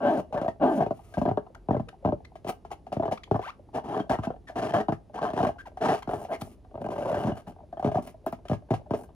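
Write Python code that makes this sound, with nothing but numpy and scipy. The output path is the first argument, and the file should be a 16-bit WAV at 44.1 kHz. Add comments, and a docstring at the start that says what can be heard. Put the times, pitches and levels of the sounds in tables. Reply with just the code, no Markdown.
"""Two hands squeeze and rub a taut latex balloon just below a stereo microphone in a small, dry room.
Rubs come first: fast, slowing runs of finger slips with fine crackle. Soft creaks and a low rumble run throughout.
Single slips soon join in. Each sends a wave round the skin, treble first: a tiny falling chirp, or a blunt knock.
From 1.5 s light fingertips squeak in gliding notes, and from 2.5 s skin peeling loose adds a few thin ticks.
Rubs and slips mix until the end, with slips leading from 7.7 s; the balloon and the air inside ring briefly."""
import sys
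import numpy as np
from scipy import signal
from scipy.fft import rfft, irfft, next_fast_len
from scipy.io import wavfile
from scipy.ndimage import uniform_filter1d

SR = 44100
rng = np.random.default_rng(int(sys.argv[2]) if len(sys.argv) > 2 else 0)


def log_audio(samples):
    """Write samples as a 16-bit WAV file to the path given in sys.argv[1]."""
    # one column per channel
    frames = np.atleast_2d(samples).T
    # limit to full scale, then quantise
    limited = np.clip(frames, -1, 1)
    pcm = np.round(limited * 32767).astype(np.int16)
    wavfile.write(sys.argv[1], SR, pcm)


N = 403497
T = np.arange(N) / SR  # s
SIZE = 4096  # samples in a short sound or filter
TOP_HZ = 15600  # nothing is wanted above this


def amp(db):
    """Turn decibels into a gain."""
    return 10 ** (np.asarray(db) / 20)


def unit(x):
    """Scale to an rms of one."""
    return x / np.sqrt(np.mean(x ** 2))


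def peak(x):
    """Scale to a peak of one."""
    return x / np.abs(x).max()


def curves(table, t=T):
    """Join the points of each table column by straight lines in time."""
    s, *columns = np.transpose(table)
    return [np.interp(t, s, c) for c in columns]


def add(out, start, x):
    """Mix x into out from a time in seconds."""
    i = max(int(start * SR), 0)
    out[..., i:i + x.shape[-1]] += x[..., :max(N - i, 0)]


def ring(x, response):
    """Pass x through an impulse response."""
    return signal.oaconvolve(x, response)[:len(x)]


def butter(order, hz, kind):
    """Make a smooth filter that keeps the low, high or middle notes."""
    return signal.butter(order, hz, kind, fs=SR, output="sos")


def colour(points):
    """Make an impulse response with a given spectrum that starts at once (minimum phase)."""
    hz, db = np.transpose(points)
    f = np.arange(SIZE // 2 + 1) * SR / SIZE
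    gain = amp(np.interp(np.log(f + 1), np.log(hz), db))
    # folding the cepstrum forward removes everything before the start
    cepstrum = irfft(np.log(gain))
    cepstrum[1:SIZE // 2] *= 2
    cepstrum[SIZE // 2 + 1:] = 0
    return irfft(np.exp(rfft(cepstrum)))


def even(x, span_s=0.037):
    """Hold the short-term level near one and keep the finer grain."""
    power = np.abs(uniform_filter1d(x ** 2, int(span_s * SR)))
    return x / np.sqrt(power + np.mean(x ** 2) / 100)


# spectrum of the room's rumble: f/Hz, relative level/dB
ROOM_TONE = [(15, -31.5), (25, 15.5), (77, 8.5), (163, -1.5), (404, -4.5), (501, -11), (673, -10.5),
             (1420, -31.5), (6040, -40.5), (8550, -47.5), (9770, -38.5), (15000, -60.5)]


def room_tone(level_db=-53.5, side_db=-11, low_cut_hz=45):
    """The quiet rumble of the room: coloured noise, nearly alike on both sides."""
    response = signal.sosfilt(butter(4, low_cut_hz, "high"), colour(ROOM_TONE))
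    mid, side = (unit(ring(rng.standard_normal(N), response)) for _ in range(2))
    return amp(level_db) * (mid + amp(side_db) * np.outer([1, -1], side))


def room(x, wet_db=-14, t60=0.25, bright_db=-10, bright_t60=0.16, split_hz=1500):
    """A short tail of fading noise, different at each microphone; the walls send back more treble than bass."""
    t = T[:SR // 2]
    low_pass = butter(2, split_hz, "low")
    out = []
    for noise in rng.standard_normal((2, len(t))):
        low = signal.sosfilt(low_pass, noise)
        tail = 0
        for band, db, seconds in (low, wet_db, t60), (noise - low, bright_db, bright_t60):
            fade = np.exp(-np.log(1000) * t / seconds) * (t > .004)
            tail = tail + amp(db) * band * fade / np.linalg.norm(fade)
        out.append(ring(x, tail))
    return np.array(out)


# where the fingers work: t/s, head start of the low notes on the left/ms, left minus right level/dB
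# (the level difference holds in full only for the upper middle)
PLACE = [(0, 0.11, 4.5), (2.4, 0.15, 4.5), (5.3, 0.13, 3), (8.2, 0.1, 2.5)]


def microphones(x, split_hz=1800, near_low_hz=920, near_high_hz=5000, bass_pan=0.19):
    """Low notes reach the left first; treble leaves the whole skin, a quarter cycle apart between sides."""
    lead_ms, pan_db = curves(PLACE)
    low = signal.sosfiltfilt(butter(2, split_hz, "low"), x)
    treble = signal.hilbert(x - low, next_fast_len(N))[:N]
    later = np.interp(T - lead_ms / 1000, T, low)
    pair = np.array([low + treble.real, later + treble.imag])
    # the upper middle favours the nearer microphone most; the rest gets only a share of the difference
    middle = signal.sosfiltfilt(butter(2, [near_low_hz, near_high_hz], "band"), pair)
    side_db = np.array([pan_db, -pan_db]) / 2
    return middle * amp(side_db) + (pair - middle) * amp(bass_pan * side_db)


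# lasting notes of the balloon and the air inside: f/Hz, time to fall by 60 dB/s, relative level/dB
RINGS = [(251.6, 0.34, -4), (418.5, 0.16, -2), (709, 0.14, -11.5), (1568, 0.19, 3), (2895, 0.2, -0.5),
         (3130, 0.35, -5), (5200, 0.29, -0.5)]


def cavity(x):
    """The balloon and its air ring on at a few fixed notes, each dying away at its own pace."""
    t = T[:SR // 3]
    response = 0
    for hz, t60, db in RINGS:
        decay = np.log(1000) / t60
        note = np.exp(-decay * t) * np.cos(2 * np.pi * hz * t)
        response = response + amp(db) * 2 * decay / SR * note
    return ring(x, response)


# how tightly the skin is stretched: t/s, shift of its resonances/semitones
TENSION = [(.04, -1), (.11, 1), (.2, -1.5), (.45, -0.2), (.63, -0.77), (.69, 1.3), (.76, -1), (.82, 0.4),
           (2.1, 0), (4.1, 1), (5.2, .5), (5.9, 1), (6.8, -1), (7.1, -1.5), (7.3, 0), (7.9, -0.17)]


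def tension(t):
    """The factor by which the stretch of the skin raises its resonances."""
    return 2 ** (curves(TENSION, t)[0] / 12)


def wave(shape, shift=.1, patchy_db=3.0, turns=1.6, scatter=0.2164, knee_hz=70, lap=4.4, lap_db=-11):
    """One slip crosses the skin: each spot has its own tension and colour, and low notes travel slowest."""
    hz, db = np.transpose(shape)
    spot_hz = hz * np.exp(shift * rng.standard_normal())
    spot_db = db + patchy_db * rng.standard_normal(len(db))
    spot = colour(np.c_[spot_hz, spot_db])
    f = np.arange(SIZE // 2 + 1) * SR / SIZE
    # a phase that grows with log frequency delays the bass most
    phase = 2 * np.pi * turns * np.exp(scatter * rng.standard_normal()) * np.log(1 + f / knee_hz)
    first = np.exp(-1j * phase)
    # the wave comes round once more, weaker and more drawn out
    again = amp(lap_db) * np.exp(-1j * lap * phase)
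    return unit(irfft(rfft(spot) * (first + again)))


# typical spectrum of the taut skin, in creaks and in rubs: f/Hz, relative level/dB
SKIN = [(150, -25), (330, -8.5), (425, -1), (505, -11.5), (610, 10), (760, 3), (950, -7.5), (1350, -28.5),
        (1590, -25), (1900, -34), (2800, -34), (4000, -42.5), (12000, -90.5)]


def creaks(level_db=-45, spread_db=3, per_s=14, swell_s=0.0023):
    """The holding hand never rests: short puffs of noise shake the skin softly at random moments."""
    out, t = np.zeros(N), T[:SIZE]
    swell = t / swell_s * np.exp(-t / swell_s)
    for along, size in rng.random((int(per_s * N / SR), 2)):
        creak = ring(swell * rng.standard_normal(SIZE), wave(SKIN, shift=0.088, patchy_db=0.0))
        add(out, along * T[-1], amp(level_db + spread_db * (2 * size - 0.5)) * peak(creak))
    return out


# sticky skin peeling off the latex: t/s, peak level/dB
PEELS = [(2.4978, -35), (8.0719, -44), (8.2626, -35), (8.322, -44)]


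def peels(tick_s=0.0018, low_hz=9000):
    """Skin that comes unstuck gives a thin, very high tick: a brief swell of noise without its lows."""
    out, t = np.zeros(N), T[:SIZE]
    high_pass = butter(4, low_hz, "high")
    for s, db in PEELS:
        swell = t / tick_s * np.exp(-t / tick_s)
        tick = signal.sosfilt(high_pass, swell * rng.standard_normal(SIZE))
        add(out, s, amp(db) * peak(tick))
    return out


# spectrum of the crackle of the contact: f/Hz, relative level/dB
CRACKLE = [(300, -13.5), (1250, 19), (1600, -2), (1950, 10), (2400, 9.5), (2900, 8.5), (3700, 1.5),
           (6000, -0.5), (8300, -9), (10000, -3), (12200, -23), (14000, -8.5), (16000, -30.5)]


def crackle_colour():
    """The filter that gives noise the sound of skin catching on latex."""
    return colour(CRACKLE)


# fingertip squeaks: t/s, length/s, starting f/Hz, final f/Hz, level/dB,
# overtone fall/dB per octave, rasp level against the note/dB
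SQUEAKS = [(1.547, 0.009, 854, 1630, -45.5, 15, -6), (1.885, 0.01, 990, 1800, -47.5, 5, -4),
           (2.247, 0.011, 1680, 2250, -52, 3.5, -8), (3.173, .011, 952, 1411, -44.5, 6.5, -18),
           (3.234, 0.011, 1600, 3794, -46, 1.5, -11), (3.413, 0.056, 608, 1600, -43, 11, -12),
           (3.461, 0.047, 540, 1414, -39, 9, -17), (4.226, 0.029, 954, 1644, -47.5, 13, -16),
           (4.471, 0.03, 1895, 1703, -50, 12, -5.5), (5.583, 0.038, 1440, 1723, -47.5, 17, -11.5),
           (5.654, 0.033, 1045, 515, -44, 13, -17), (6.022, 0.012, 657.4, 1160, -41.5, 7, -8),
           (6.318, 0.049, 2145, 2068, -48, 25, -0.5), (6.409, 0.016, 5870, 4537, -50.5, -21, 6.5),
           (8.483, 0.0064, 4080, 2720, -53.5, 12, 7)]


def squeaks(rough=0.11, shimmer=0.23, mellow_hz=4500, count=5):
    """Light, fast slips make a gliding, hoarse note that rasps once a cycle; latex swallows high overtones."""
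    out, crackle = np.zeros(N), crackle_colour()
    for s, length, first_hz, last_hz, db, fall_db, rasp_db in SQUEAKS:
        u = np.linspace(0, 1, int(length * SR))
        chance = rng.standard_normal((3, SIZE))[:, :len(u)]
        waver, grip = unit(uniform_filter1d(chance[:2], SR // 1000))
        # the raspier the note, the less steady its pitch
        hz = (first_hz + (last_hz - first_hz) * u) * np.exp(rough * np.sqrt(amp(rasp_db)) * waver)
        phase = 2 * np.pi * np.cumsum(hz) / SR
        note = 0
        for k in range(1, count + 1):
            swallowed = (k * hz < TOP_HZ) / (1 + (k * hz / mellow_hz) ** 4)
            note = note + amp(-fall_db * np.log2(k)) * np.sin(k * phase) * swallowed
        rasp = ring(chance[2] * (1 + np.cos(phase)), crackle)
        swell = unit(np.sqrt(u * (1 - u)) * np.exp(shimmer * grip))
        add(out, s, amp(db) * swell * (unit(note) + amp(rasp_db) * unit(rasp)))
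    return out


# rubbing strokes: t/s, attack/s, hold/s, relative skin level/dB, swell over the hold/dB,
# relative deep wobble level/dB, relative crackle level/dB, top rate of slips/per s (typical), irregularity/0-1
RUBS = [(0.0, 0.051, 0.15, -25.5, -10.5, -30, -60, 345, 0.18),
        (0.324, 0.023, 0.05, -30.5, -5.5, -46, -80, 280, 0.5),
        (0.599, 0.033, 0.15, -26.5, -15.5, -27, -64.5, 391, .14),
        (0.769, 0.038, 0.019, -22.5, 0.5, -25, -75, 224, 0.39),
        (0.93, 0.014, 0.3, -66, 1, -72, -75, 360, 0.3),
        (2.463, 0.024, 0.0073, -30.5, 10.5, -37.5, -44.5, 303, 0.54),
        (2.704, 0.013, 0.0046, -32.5, -6, -47, -52.5, 307, 0.62),
        (3.112, 0.0067, 0.0096, -29, -3, -42, -57, 392, 0.39),
        (3.732, 0.015, 0.037, -30.5, 11, -37.5, -57, 437, 0.42),
        (3.835, 0.0097, 0.15, -35, 13, -38.5, -61.5, 320, 0.46),
        (4.093, 0.0072, 0.05, -25.5, 0.5, -39, -51, 377, 0.46),
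        (4.22, 0.021, 0.015, -36.5, -8.5, -51, -54, 285, 0.4),
        (4.55, 0.013, 0.15, -33, -1, -37, -53.5, 289, 0.51),
        (4.731, .011, 0.074, -23.5, -9, -30, -50.5, 309, 0.42),
        (5.133, 0.014, 0.043, -35, 9.5, -45, -59.5, 226, 0.43),
        (5.211, 0.0096, 0.085, -29.5, 0, -38.5, -57, 227, 0.35),
        (5.35, 0.024, 0.079, -26.5, 6, -33.5, -52, 218, 0.46),
        (5.804, .02, 0.11, -25, -3, -31.5, -49, 273, 0.41),
        (5.931, 0.01, 0.049, -39, -12, -61, -56.5, 223, 0.4),
        (6.086, .012, .15, -40.5, -16, -44, -68.5, 260, 0.45),
        (6.286, 0.025, 0.038, -29, -5, -42.5, -74, 366, 0.34),
        (6.387, 0.028, 0.13, -59.5, -23, -53.5, -72.5, 326, 0.38),
        (6.8, 0.017, 0.075, -34.5, -3, -37.5, -67, 202, 0.61),
        (6.899, 0.011, 0.25, -34, 9, -44.5, -62, 320, 0.62),
        (7.163, 0.012, 0.063, -36, 6, -40, -60.5, 243, 0.57),
        (7.345, 0.015, 0.046, -46.5, -7, -52, -66, 224, 0.63),
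        (7.456, .02, 0.041, -48, -8, -48.5, -71, 217, 0.58),
        (7.997, 0.011, 0.098, -58, 3, -54, -71.5, 176, 0.68),
        (8.949, 0.0096, 0.096, -46.5, -1, -52, -77.5, 228, 0.7)]


def drag(t=T, rush_share=.36, rush_octaves=.45, sag_octaves_per_s=8.5):
    """Slips a second and their irregularity: a finger speeds up early in the hold, then slows as it digs in."""
    points = []
    for s, attack, hold, *_, rate, uneven in RUBS:
        rush = rush_share * hold
        last_rate = rate / 2 ** (sag_octaves_per_s * (hold - rush))
        points += [(s + attack, rate / 2 ** rush_octaves, uneven),
                   (s + attack + rush, rate, uneven),
                   (s + attack + hold, last_rate, uneven)]
    return curves(sorted(points), t)


def catching(depth_db=5.0, span_s=0.012):
    """An uneven drag catches and eases, so its level wanders in small separate grains."""
    span = int(span_s * SR)
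    wander = unit(uniform_filter1d(uniform_filter1d(rng.standard_normal(N), span), span))
    return amp(depth_db * drag()[1] * np.clip(wander, -2, 1.5))


def strokes(attack_db=19.5, release_db_per_s=855, wobble_edge=0.96, wobble_swell=0.41,
            crackle_swell=0.36, breakup_db=30, smooth_below=0.25):
    """Levels of skin, wobble and crackle: attack, sloping hold, release; a smooth drag gains crackle."""
    gains = np.zeros((3, N))
    for s, attack, hold, skin_db, swell_db, wobble_db, crackle_db, _, uneven in RUBS:
        t = T[:SR // 2] - attack
        edge_db = attack_db * np.minimum(t / attack, 0) - release_db_per_s * np.maximum(t - hold, 0)
        along = np.clip(t / hold, 0, 1) - .5
        breakup = breakup_db * max(1 - uneven / smooth_below, 0)
        skin = skin_db + edge_db + swell_db * along
        wobble = wobble_db + wobble_edge * edge_db + wobble_swell * swell_db * along
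        crackle = crackle_db + edge_db + (crackle_swell * swell_db + breakup) * along
        add(gains, s, amp([skin, wobble, crackle]))
    return uniform_filter1d(gains, SR // 400) * catching()


def stick_slip(scatter_db=3.0):
    """The finger sticks and lets go at uneven intervals; a longer hold gives a stronger slip."""
    rate, uneven = drag()
    pulses, i = np.zeros(N), 0
    for gap, size in rng.standard_normal((N // 50, 2)):
        hold = np.exp(uneven[i] * np.clip(gap, -2, 2))
        i += int(hold * SR / rate[i]) + 1
        if i >= N:
            break
        pulses[i] = np.sqrt(hold) * amp(scatter_db * uneven[i] * size)
    return pulses


def roam(pulses, shape, count=24, hop=1.4, wide_drag=.4):
    """Each slip sounds from the spot under the finger; uneven drags hop further, tighter skin rings higher."""
    spots = [wave(shape, shift=0.13 * far, patchy_db=6.9 * far, scatter=0.2946 * far)
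             for far in np.linspace(.1, 1.1, count)]
    at = np.flatnonzero(pulses)
    uneven = drag(T[at])[1]
    hops, places = rng.random((N // 50, 2))[:len(at)].T
    visits = np.cumsum(hops < hop * uneven) % len(at)
    # an even drag stays near the middle
    reach = np.clip(uneven / wide_drag, 0, 1) ** 2
    chosen = (count * places[visits] * reach).astype(int)
    out = np.zeros(N)
    steps = np.arange(SIZE)
    for i, spot, taut in zip(at, chosen, tension(T[at])):
        add(out, T[i], pulses[i] * np.interp(steps * taut, steps, spots[spot], right=0))
    return even(out, span_s=0.026)


# change of the crackle's top octave, higher under a flat palm than under fingertips: t/s, level/dB
SHEEN = [(.15, 4.5), (1.15, 15), (2.5, 6), (4.7, -1), (5.9, -0.5), (6.3, 23.5), (6.9, 4), (8.9, 24)]


def sheen(x, split_hz=8500):
    """Raise or lower the very top of the crackle."""
    top = signal.sosfiltfilt(butter(2, split_hz, "high"), x)
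    return x + (amp(curves(SHEEN)[0]) - 1) * top


# typical spectrum of the wobble of the whole balloon: f/Hz, relative level/dB
WOBBLE = [(25, -34), (55, -10), (105, 3), (240, 2.5), (390, 0.5), (520, -19), (900, -58), (4000, -77.5)]
# typical spectrum of the skin's bark under a hard fingertip: f/Hz, relative level/dB
BARK = [(300, -50.5), (800, -9), (1080, 8), (1350, -4), (1650, 3), (2000, -22.5), (2700, -27.5), (2950, -8),
        (3700, -33), (8000, -49)]
# the bark against the skin: t/s, relative level/dB
BARK_LEVEL = [(0, -12), (.065, -15), (.12, -21), (.4, -16.5), (.7, -19.5), (3.1, -22.5), (4.1, -14),
              (4.7, -12.5), (5.4, -16), (5.9, -14), (6.85, -23.5), (7.15, -12.5), (7.8, -16), (8.7, -19.5)]


def rubs(skin_db=-0.36, crackle_db=6.5, burst_s=0.0065, grain_db=4.5, low_cut_hz=115):
    """Runs of slips, too quick to stir the deepest wobble, drive the skin; each sheds a burst of crackle."""
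    skin_gain, wobble_gain, crackle_gain = strokes()
    pulses = stick_slip()
    bursts = ring(pulses, np.exp(-T[:SIZE] / burst_s))
    grains = rng.standard_normal(N) * amp(grain_db * np.minimum(rng.exponential(size=N), np.pi))
    crackle = sheen(even(ring(grains * bursts, crackle_colour())))
    skin = roam(pulses, SKIN)
    wobble = signal.sosfilt(butter(4, low_cut_hz, "high"), roam(pulses, WOBBLE))
    body = amp(skin_db) * skin_gain * skin + wobble_gain * wobble
    bark = amp(curves(BARK_LEVEL)[0]) * skin_gain * roam(pulses, BARK)
    return body + bark + amp(crackle_db) * crackle_gain * crackle


# high notes that a snap leaves ringing in the stretched latex:
# typical f/Hz, time to fall by 60 dB/s, relative level/dB
PINGS = [(1653, 0.11, -0.5), (3003, 0.053, -11)]


def ping(spread_db=4.0, detune=.018):
    """The high notes of the latex fade away; their balance and tuning change with every grip."""
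    t = T[:SIZE]
    chance = rng.standard_normal((len(PINGS), 2))
    out = 0
    for (hz, t60, db), (size, stretch) in zip(PINGS, chance):
        fade = amp(db + spread_db * size - 60 * t / t60)
        out = out + fade * np.sin(2 * np.pi * hz * (1 + detune * stretch) * t)
    return out


# single slips of a finger: t/s, peak level of the skin/dB, grip/0-1, relative snap level/dB
SLIPS = [(.326, -27, 0.46, -49), (0.343, -20, 0.57, -48), (.376, -20.5, 0.7, -48),
         (0.414, -20.5, 0.76, -45.5), (0.427, -22, 0.44, -58), (0.446, -20, 0.6, -50.5),
         (0.461, -19, 0.27, -68), (0.481, -16, 0.59, -45), (.806, -15.5, 0.57, -45), (.823, -19, 0.17, -47),
         (0.864, -16.5, 0.78, -53), (0.907, -17, 0.73, -53.5), (1.14, -33.5, 0.45, -45),
         (1.172, -21, 0.98, -60), (1.18, -16, 0.82, -45), (1.215, -16.5, 0.93, -47.5),
         (1.254, -16, 0.77, -53), (1.261, -18.5, 0.63, -68), (1.276, -20.5, 1, -70),
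         (1.287, -14, 0.47, -52), (1.294, -27.5, 0.8, -60), (1.313, -18.5, 0.9, -58),
         (1.374, -14.5, 0.84, -59), (1.687, -16, 0.88, -67), (1.708, -13, 0.88, -51.5),
         (1.73, -22, 0.96, -59), (1.746, -17.5, 0.84, -61), (1.766, -22, 1, -56.5), (1.797, -23, 0.96, -57),
         (2.049, -14.5, 0.85, -51.5), (2.059, -16, 0.92, -57), (2.074, -20.5, 0.9, -61),
         (2.088, -18, 0.78, -60), (2.123, -18.5, 0.87, -60), (2.355, -34.5, 0.48, -53),
         (2.446, -31, 0.9, -52), (2.468, -26, 0.89, -53), (2.65, -32, 0.67, -55.5),
         (2.867, -31.5, 0.45, -57), (2.92, -25.5, 0.66, -56), (2.926, -19.5, 0.46, -40.5),
         (2.967, -22, 1, -55), (2.997, -19, .9, -54), (3.025, -21.5, 0.72, -56), (3.033, -17.5, 0.6, -71),
         (3.055, -18.5, 0.65, -50), (3.08, -20.5, 0.58, -59), (3.113, -23, 0.36, -44),
         (3.122, -20.5, 0.61, -38), (3.313, -12, 0.91, -46), (3.344, -16.5, 0.8, -58),
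         (3.358, -18, 0.47, -49), (3.393, -19.5, 0.43, -53), (4.001, -21, 1, -47), (4.096, -19, 0.83, -37),
         (4.11, -14, 0.64, -39), (4.187, -23.5, 1, -52), (4.27, -22, 0.95, -63), (4.304, -23.5, 0.83, -62),
         (4.496, -30, 0.17, -50), (4.564, -26, .7, -52), (4.737, -17.5, 0.65, -39),
         (4.885, -14.5, 0.81, -50), (4.893, -21.5, 1, -60), (4.922, -19, 0.96, -45.5),
         (5.334, -25.5, 1, -45), (5.367, -20.5, 0.51, -55), (5.404, -16.5, 0.7, -60), (5.434, -21, 1, -43),
         (5.468, -16.5, 0.67, -38.5), (5.489, -19.5, 0.63, -50), (5.772, -29, 0.36, -51),
         (5.857, -16.5, 0.72, -35), (6.075, -24, 0.89, -52), (6.092, -21.5, 0.8, -51),
         (6.134, -19, 0.54, -46), (6.16, -27.5, 0.6, -58), (6.215, -29.5, 0.5, -57),
         (6.248, -27.5, 0.27, -49), (6.418, -28.5, 0.96, -53), (6.743, -33.5, 0.77, -77),
         (6.755, -26.5, 0.63, -69), (6.777, -28, 0.55, -74), (6.905, -27, 0.62, -50),
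         (6.962, -25.5, 0.5, -55), (6.984, -22, 0.48, -50), (7.031, -25, 0.56, -59),
         (7.058, -22, 0.63, -56), (7.102, -22, 0.52, -64), (7.125, -17, 0.58, -47),
         (7.145, -20.5, 0.62, -41.5), (7.17, -20.5, 0.66, -49), (7.245, -22, 1, -51),
         (7.258, -26.5, 1, -45), (7.271, -20, 0.99, -43), (7.28, -24, 0.98, -53), (7.29, -22, 0.99, -48),
         (7.301, -27, 0.93, -52), (7.318, -23, 0.86, -55), (7.47, -36.5, 0.89, -54),
         (7.727, -28, 0.26, -62), (7.771, -28.5, 0.52, -64), (7.795, -23, 0.32, -53),
         (7.826, -21.5, 0.5, -51), (7.845, -16.5, 0.99, -42), (7.861, -19, 0.97, -48),
         (7.874, -21.5, 1, -47), (7.887, -22.5, 0.28, -60), (7.916, -24, 0.8, -48),
         (7.945, -18.5, 0.3, -46.5), (7.955, -17.5, 0.89, -48), (7.97, -17, 0.01, -49),
         (7.983, -20.5, 0.9, -51), (8.073, -35, 0.41, -46.5), (8.264, -18.5, 0.55, -46),
         (8.274, -25.5, .65, -46), (8.326, -24, 0.76, -47.5), (8.453, -34, 0.5, -54.5),
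         (8.497, -24.5, 1, -45), (8.514, -17, 0.9, -46), (8.531, -24.5, 0.93, -42), (8.706, -18, 1, -41),
         (8.715, -18.5, 0.98, -62), (8.731, -24.5, 1, -53), (8.739, -19, 0.5, -39),
         (8.908, -19.5, 0.97, -47.5), (8.937, -20, 1, -45), (8.946, -24, 0.84, -46)]
# typical spectrum of the skin under one firm slip: f/Hz, relative level/dB
SLIP_SKIN = [(150, -15), (330, -4.5), (430, -6.5), (510, -8.5), (620, 9.5), (790, -0.5), (1000, -8),
             (1300, -19), (1600, -40), (2000, -38.5), (4000, -45), (12000, -94)]


def slips(light_db=-27, firm_db=2, snap_db=-1.5, ping_db=-5, snap_s=0.016, rise_s=0.00088,
          lead_s=0.001175, firm_grip=0.71, knock_hz=700, knock_s=0.0063, damp_s=0.052,
          wobble_damp_s=0.075, scrape_db=-15, scrape_s=0.0086, bark_db=-2):
    """A firm slip chirps and shakes the balloon until the palm damps it; a light one is a blunt knock."""
    out = np.zeros(N)
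    crackle, t = crackle_colour(), T[:SIZE]
    onset = 1 - np.exp(-t / rise_s)
    swell = (t / knock_s) ** 2 * np.exp(-(t / knock_s) ** 2)
    for s, db, grip, bright_db in SLIPS:
        # the firmer the grip, the deeper the wobble and the clearer the chirp
        deep_db = db + light_db + grip * (firm_db - light_db)
        firm = min(grip / firm_grip, 1)
        taut = tension(s)
        chirp = wave(np.multiply(SLIP_SKIN, [taut, 1]), shift=0.045, patchy_db=3.5, turns=1.35,
                     scatter=0.2365, lap_db=-6.0) * np.exp(-t / damp_s)
        wobble = wave(WOBBLE, shift=0.097, patchy_db=5.0, turns=1.35, lap_db=-9.5)
        wobble = wobble * np.exp(-t / wobble_damp_s)
        hz = knock_hz * taut * np.exp(0.04 * rng.standard_normal())
        knock = swell * np.sin(2 * np.pi * hz * t)
        # the finger scrapes on for a moment before it sticks again
        friction = onset * np.exp(-t / scrape_s) * rng.standard_normal(SIZE)
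        scrape = amp(scrape_db) * peak(ring(friction, chirp))
        bark = amp(bark_db + curves(BARK_LEVEL, s)[0]) * peak(ring(friction, wave(BARK)))
        skin = firm * (peak(chirp) + bark) + (1 - firm) * peak(knock) + scrape
        rasp = np.exp(-t / snap_s) * unit(ring(rng.standard_normal(SIZE), crackle))
        snap = onset * (rasp + amp(ping_db) * ping())
        # begin a little early, as the sound takes a moment to swell
        start = s - lead_s
        add(out, start, amp(db) * peak(skin))
        add(out, start, amp(deep_db) * peak(wobble))
        add(out, start, amp(bright_db + snap_db) * snap)
    return out


def scene(rub_ring_db=3, touch_ring_db=-1.5):
    """Rubs and touches set the balloon ringing, long rubs more than short touches, in the quiet room."""
    rubbing = rubs()
    touches = slips() + squeaks() + peels() + creaks()
    ringing = cavity(amp(rub_ring_db) * rubbing + amp(touch_ring_db) * touches)
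    balloon = rubbing + touches + ringing
    return microphones(balloon) + room(balloon) + room_tone()


def record(dry, low_cut_hz=36):
    """Cut the deepest bass gently and everything above the top limit steeply."""
    dry = signal.sosfilt(butter(6, low_cut_hz, "high"), dry)
    return signal.sosfilt(signal.ellip(8, .2, 70, TOP_HZ, fs=SR, output="sos"), dry)


dry = scene()
out = record(dry)
log_audio(out)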